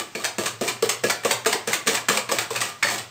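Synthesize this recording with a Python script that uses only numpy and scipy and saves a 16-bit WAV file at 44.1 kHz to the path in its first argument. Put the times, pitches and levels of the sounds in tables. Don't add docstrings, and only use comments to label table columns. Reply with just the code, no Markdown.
import sys
import numpy as np
from scipy import signal
from scipy.fft import rfft, irfft
from scipy.io import wavfile
from scipy.ndimage import uniform_filter1d

SR = 44100
rng = np.random.default_rng(int(sys.argv[2]) if len(sys.argv) > 2 else 0)


def waveform_to_disk(signal):
    frames = np.transpose(np.atleast_2d(signal))
    scaled = np.clip(frames, -1, 1) * 32767
    samples = np.round(scaled).astype(np.int16)
    wavfile.write(sys.argv[1], SR, samples)


def attenuation_scalar(level_db):
    decades = np.asarray(level_db, float) / 20
    return 10 ** decades


N = 136710


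def colour(x, points):
    hz, db = np.transpose(points)
    grid_hz = np.maximum(np.arange(2049) * SR / 4096, 1)
    log_gain = np.interp(np.log(grid_hz), np.log(hz), db) * np.log(10) / 20
    cepstrum = irfft(log_gain)
    cepstrum[1:2048] *= 2
    cepstrum[2049:] = 0
    impulse = irfft(np.exp(rfft(cepstrum)))
    return signal.fftconvolve(x, impulse)[:len(x)]


def rms_one(x):
    return x / np.sqrt(np.mean(x ** 2) + 1e-20)


def ring(clicks, hz, t60_s):
    decay = attenuation_scalar(-60 / (t60_s * SR))
    turn = 2 * np.pi * hz / SR
    return signal.lfilter([0, np.sin(turn)], [1, -2 * decay * np.cos(turn), decay ** 2], clicks + 1e-18)


def train(start_s, size):
    index = np.clip(start_s * SR, 0, N - 1).astype(int)
    return np.bincount(index.ravel(), size.ravel(), N)


# pitch_hz, level_db (per Hz)
AIR = [(30, 10.5), (76, -12), (234, -13), (400, -21), (1200, -17), (3000, -20), (9000, -23.5), (16000, -44)]
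# start_s, level_db
HUM = [(0.0, -62), (0.36, -60), (0.42, -49), (1.0, -52), (1.08, -46), (1.22, -53), (1.84, -57), (1.89, -50),
       (2.25, -54), (2.36, -50), (2.64, -48), (2.72, -79), (2.869, -40.5), (3.1, -51)]


def fridge():
    hum_hz, trim_db, wobble_db, drift = 117.3, -2, 5, 14.1
    t = np.arange(N) / SR
    wobble = np.interp(np.arange(N), np.arange(70) * N / 69, rng.standard_normal(70))
    level_db = np.interp(t, *np.transpose(HUM)) + trim_db + wobble_db * wobble
    phase = 2 * np.pi * hum_hz * t + drift * np.cumsum(wobble) / SR + wobble
    air = colour(rng.standard_normal(N + 4096), AIR)[4096:]
    return attenuation_scalar(-42) * rms_one(air) + attenuation_scalar(level_db) * np.sin(phase)


def kitchen(x):
    places, place_s, gap_s = 5, 0.015, 0.0037
    low_t60_s, top_t60_s = 0.38, 0.21
    t = np.arange(SR // 2) / SR
    place = (np.arange(N) / SR / place_s).astype(int) % places
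    out = 0
    for k in range(places):
        white = rng.standard_normal(SR // 2) * np.clip(t / gap_s - 1, 0, 1)
        low = signal.sosfilt(signal.butter(1, 2500, fs=SR, output="sos"), white)
        tail = low * attenuation_scalar(-60 * t / low_t60_s) + (white - low) * attenuation_scalar(-60 * t / top_t60_s)
        tail = tail / np.sqrt(np.sum(tail ** 2))
        share = uniform_filter1d(1. * (place == k), size=200)
        out = out + signal.fftconvolve(x * share, tail)[:N]
    return out


def body(modes, s, db, favour_hz, rub):
    favour_db, favour_oct, spread_db, later_share = 8.5, 0.13, 0.5, 0.69
    luck = rng.standard_normal((len(db), len(modes)))
    later = rng.integers(1, s.shape[1], (len(db), len(modes), 2))
    out = 0
    for k, (hz, mode_db, t60_s) in enumerate(modes):
        near_db = favour_db * np.exp(-(np.log2(hz / favour_hz) / favour_oct) ** 2)
        when = np.c_[s[:, 0], np.take_along_axis(s, later[:, k], axis=1)]
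        size = attenuation_scalar(db + near_db + spread_db * luck[:, k])[:, None] * later_share ** np.arange(3)
        out = out + attenuation_scalar(mode_db) * (-1) ** k * ring(train(when, size) + rub, hz, t60_s)
    return out


# start_s, end_s, level_db
DRAGS = [(0., 0.003, -26), (0.177, 0.233, -35.5), (0.392, 0.488, -32), (0.625, 0.705, -30),
         (0.84, 0.869, -30.5), (1.04, 1.092, -30), (1.24, 1.252, -30), (1.26, 1.314, -29.5),
         (1.464, 1.534, -30), (1.678, 1.75, -28.5), (1.869, 1.944, -27.5), (2.104, 2.172, -26),
         (2.296, 2.432, -32), (2.514, 2.698, -35), (2.847, 2.955, -29)]


def drag():
    slips_per_s, spread_db, edge_s = 1200, 3.5, 0.012
    t = np.arange(N) / SR
    stroke = 0
    for start_s, end_s, db in DRAGS:
        times = [start_s - edge_s, start_s, end_s, end_s + edge_s]
        stroke = stroke + attenuation_scalar(db) * np.interp(t, times, [0, 1, 1, 0])
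    chance, strength, side = rng.random((3, N))
    slips = (chance < slips_per_s / SR) * attenuation_scalar(-spread_db * np.log(strength + 0.0057))
    return stroke * rms_one(slips * np.sign(side - 0.5))


# pitch_hz, level_db, t60_s
BOOM = [(216.6, -2.5, 0.081), (333.7, -4.5, 0.13), (385, 3.5, 0.034), (445, 0, 0.064), (494, 1, 0.03),
        (570, 0, 0.047), (667.4, -4, 0.085), (754, -7.5, 0.027)]
# start_s, level_db, favoured_hz, push_ms
BOOMS = [(0.009, -29.5, 574, 8.64), (0.15, -21, 358, 7.7), (0.177, -24.5, 423, 7.7),
         (0.383, -15.5, 376, 8.04), (0.414, -25.5, 644, 7.45), (0.611, -14, 416, 8.8),
         (0.823, -15.5, 457, 7.47), (1.036, -15, 482, 9.6), (1.249, -14.5, 540, 7.54),
         (1.457, -18, 647, 7.55), (1.484, -24, 332, 7.94), (1.544, -21.5, 423, 7.4), (1.675, -19, 463, 8.6),
         (1.867, -25, 220, 8.3), (1.879, -19.5, 437, 8.2), (2.087, -18.5, 221, 7.62), (2.171, -31, 480, 8),
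         (2.288, -26, 474, 8.8), (2.316, -17.5, 583, 12), (2.505, -24.5, 563, 4.54),
         (2.844, -24.5, 574, 6.9)]


def bowl_boom(rub):
    start_s, db, favour_hz, push_ms = np.transpose(BOOMS)
    shoves_s = start_s[:, None] + push_ms[:, None] / 1000 * [0, 0.5, 1, 1.5]
    boom = body(BOOM, shoves_s, db - 11, favour_hz, attenuation_scalar(-36.5) * rub)
    return signal.sosfilt(signal.butter(2, [160, 930], "band", fs=SR, output="sos"), boom)


# start_s, level_db, pitch_hz, hold_ms
KNOCKS = [(0.151, -23, 445, 16), (0.384, -22, 379, 8.8), (0.409, -24, 643, 20), (0.611, -16.5, 452, 10.6),
          (0.827, -11.5, 468, 15), (1.04, -16.5, 495, 12.2), (1.068, -27, 545, 9.4), (1.25, -12.5, 475, 12),
          (1.46, -16, 406, 26), (1.467, -12.5, 435, 18.4), (1.548, -20.5, 428, 16), (1.675, -15.5, 451, 13),
          (1.863, -24, 496, 11), (1.887, -30, 453, 19), (2.087, -31, 640, 14), (2.103, -18.5, 480, 12),
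          (2.179, -23, 503, 13), (2.314, -14.5, 510, 9.9), (2.508, -23.5, 454, 15), (2.561, -28, 560, 13)]
# start_s, level_db, pitch_hz, hold_ms
RIM_PING = (2.705, -40, 1200, 72)


def knocks():
    rise_s, choke_t60_s = 0.0016, 0.023
    out = np.zeros(N + SR)
    t = np.arange(SR // 5) / SR
    for start_s, db, hz, hold_ms in [*KNOCKS, RIM_PING]:
        choked = np.maximum(t - hold_ms / 1000, 0)
        shape = (1 - np.exp(-t / rise_s)) * attenuation_scalar(-60 * choked / choke_t60_s)
        out[int(start_s * SR):][:len(t)] += attenuation_scalar(db - 4.5) * shape * np.sin(2 * np.pi * hz * t)
    return out[:N]


# start_s, level_db, pitch_hz
STRIKES = [(0.1525, -19, 2380), (0.2037, -25, 1160), (0.249, -18, 2600), (0.2572, -12, 1730),
           (0.383, -21, 940), (0.419, -25, 1150), (0.47, -32, 3200), (0.4689, -15.5, 1110),
           (0.611, -27, 1490), (0.6164, -26, 1180), (0.6794, -24.5, 2350), (0.6852, -11, 2390),
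           (0.8247, -21, 2680), (0.8312, -13.5, 1160), (0.891, -26, 920), (0.899, -16, 1800),
           (1.0385, -18, 1706), (1.0474, -20, 1860), (1.1008, -12.5, 2320), (1.1074, -13, 2010),
           (1.2555, -31, 960), (1.2556, -9, 1158), (1.3102, -14, 2180), (1.3154, -10, 2430),
           (1.4595, -11, 1610), (1.4654, -10, 1250), (1.5299, -10.5, 2070), (1.6791, -16.5, 1650),
           (1.71, -18.5, 1650), (1.732, -5, 2090), (1.7474, -13, 2070), (1.872, -12, 1700),
           (1.881, -16, 1155), (1.952, -14, 2160), (1.9726, -13, 2400), (2.0884, -2.5, 1716),
           (2.1014, -8.5, 1172), (2.173, -14, 2370), (2.2998, -17.5, 1026), (2.3174, -17, 1126),
           (2.3875, -12, 2240), (2.5074, -16.5, 1060), (2.53, -24, 2530), (2.5641, -17, 2530),
           (2.5755, -16, 2510), (2.617, -9, 1970), (2.621, -13, 1182), (2.8263, -15, 1580),
           (2.83, -7, 1760), (2.848, -6.5, 1740), (2.8702, -10, 1890), (2.8864, -20, 1660)]


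def strikes():
    cycles = 52.2
    out = np.zeros(N + SR)
    t = np.arange(SR // 10) / SR
    for start_s, db, hz in STRIKES:
        fading = attenuation_scalar(db - 7 - 60 * t * hz / cycles)
        out[int(start_s * SR):][:len(t)] += fading * np.sin(2 * np.pi * hz * t)
    return out[:N]


def strike_ticks():
    start_s, db, _ = np.transpose(STRIKES)
    return train(start_s, attenuation_scalar(db - 8))


def loops(start_s, spread_ms):
    count, scatter_db, fade_db, rise_db, rise_share = 28, 0.5, 16, 7.5, 0.32
    place = np.sort(rng.random((len(start_s), count)), axis=1)
    place = place - place[:, :1]
    luck, side = rng.standard_normal((2, len(start_s), count))
    size_db = scatter_db * luck - fade_db * place - rise_db * np.exp(-place / rise_share)
    size = attenuation_scalar(size_db) * np.sign(side)
    size = size / np.sqrt(np.sum(size ** 2, axis=1, keepdims=True))
    return start_s[:, None] + place * spread_ms[:, None] / 1000, size


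def wire_ticks(s, size):
    crack_s, half_width_oct = 0.00068, 0.78
    tints_hz = np.geomspace(1200, 11000, 6)
    dealt = rng.integers(0, len(tints_hz), s.shape)
    out = 0
    for k, hz in enumerate(tints_hz):
        envelope = signal.lfilter([1], [1, -np.exp(-1 / SR / crack_s)], train(s, size * (dealt == k)))
        spit = envelope * rng.standard_normal(N)
        edges_hz = [hz * 2 ** -half_width_oct, hz * 2 ** half_width_oct]
        band = signal.butter(1, edges_hz, "band", fs=SR, output="sos")
        out = out + attenuation_scalar(0.5) * spit + 2 * signal.sosfilt(band, spit)
    return out


# start_s, click_db, wall_ring_db, favoured_hz, spread_ms
THUDS = [(0.1504, -18.5, -28, 2600, 14.2), (0.383, -15, -24.5, 1280, 13), (0.611, -14.5, -34, 1250, 15.3),
         (0.8238, -9.5, -28, 1210, 12.8), (1.0373, -11, -21.5, 1700, 15), (1.248, -8.5, -25.5, 1200, 12.6),
         (1.4598, -4.5, -30, 1270, 15.2), (1.6748, -11, -29.5, 1620, 17.5), (1.871, -3.5, -23, 1190, 14.2),
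         (2.0853, -1.5, -17, 1740, 16.2), (2.2907, -19.5, -23, 1060, 11), (2.3154, -7.5, -27, 1060, 13.8),
         (2.5045, -18, -43, 1060, 13), (2.826, -7.5, -14.5, 2140, 11)]
# start_s, click_db, wall_ring_db, favoured_hz, spread_ms
CLATTERS = [(0.0094, -32, -29.5, 1180, 17.1), (0.2441, -5, -30, 1710, 19.9),
            (0.4590, -9, -21.5, 1110, 16.1), (0.6786, -9, -24.5, 2250, 15.1),
            (0.8911, -4.5, -30, 1780, 17.9), (1.0979, -3.5, -28, 2280, 16.6), (1.3086, -4, -22.5, 2060, 16),
            (1.528, -5.5, -32, 2210, 11.9), (1.7306, -5, -26.5, 2100, 14.2), (1.945, -5, -32, 2240, 19),
            (2.1718, -7, -22, 2240, 14), (2.3855, -7, -28, 2240, 13.3), (2.5588, -11, -23, 2630, 8.9),
            (2.606, -6.5, -33, 1970, 30), (2.8853, -14, -22, 1880, 15.6), (2.9808, -14.5, -33, 1940, 16.7)]
# start_s, level_db
TOUCHES = [(.116, -54), (.238, -28.5), (1.235, -33), (1.448, -28), (1.974, -24), (2.421, -42), (2.653, -30),
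           (2.839, -23), (2.860, -28), (2.552, -28.5), (0.2, -36)]
# pitch_hz, level_db, t60_s
WALL = [(1060, -16, 0.015), (1180, -0.5, 0.058), (1348, -3, 0.025), (1678, -0.5, 0.054), (1706, -2, 0.055),
        (1808, 0, 0.037), (2077, -3, 0.03), (2240, 0.5, 0.037), (2430, 0.5, 0.049), (2700, 4, 0.011),
        (3080, -21, 0.054), (3330, -5.5, 0.0058), (4450, -7.5, 0.17)]
# pitch_hz, level_db (per Hz)
CLICK = [(150, -59.5), (300, -5.5), (700, 3), (1500, -0.5), (3000, 0), (6000, -3), (9000, 2), (16000, -23)]


def whisk(rub):
    stray = [(start_s, db, db - 2.5, 1800, 3.0) for start_s, db in TOUCHES]
    blows = np.transpose([*THUDS, *CLATTERS, *stray])
    start_s, click_db, wall_db, favour_hz, spread_ms = blows
    s, size = loops(start_s, spread_ms)
    ticks = wire_ticks(s, np.abs(size) * attenuation_scalar(click_db - 3.5)[:, None])
    clicks = colour(ticks + rub + strike_ticks(), CLICK)
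    wall = body(WALL, s, wall_db - 9, favour_hz, attenuation_scalar(-37.5) * rub)
    return clicks, wall


def scene():
    rub = drag()
    clicks, wall = whisk(rub)
    wall = wall + strikes()
    boom, knock = bowl_boom(rub), knocks()
    send = clicks + attenuation_scalar(-8) * wall + attenuation_scalar(-5) * boom + attenuation_scalar(-12) * knock
    direct = clicks + wall + boom + knock
    return (direct + attenuation_scalar(-1.5) * kitchen(send) + fridge())[None]


# pitch_hz, level_db
MIC = [(40, -34), (100, 5.5), (200, 1), (8400, 1.5), (9200, -8), (10300, -13), (12500, 0), (15000, 13.5)]


def microphone(x):
    ceiling, top_hz = 0.53, 16270
    rounded = ceiling * np.tanh(colour(x, MIC) / ceiling)
    return signal.sosfilt(signal.cheby2(10, 45, top_hz, fs=SR, output="sos"), rounded)


def low_pass(x):
    return signal.sosfilt(signal.butter(12, 16820, fs=SR, output="sos"), x)


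def record(dry):
    mix = microphone(dry[0])[None]
    return low_pass(mix)


dry = scene()
out = record(dry)
waveform_to_disk(out)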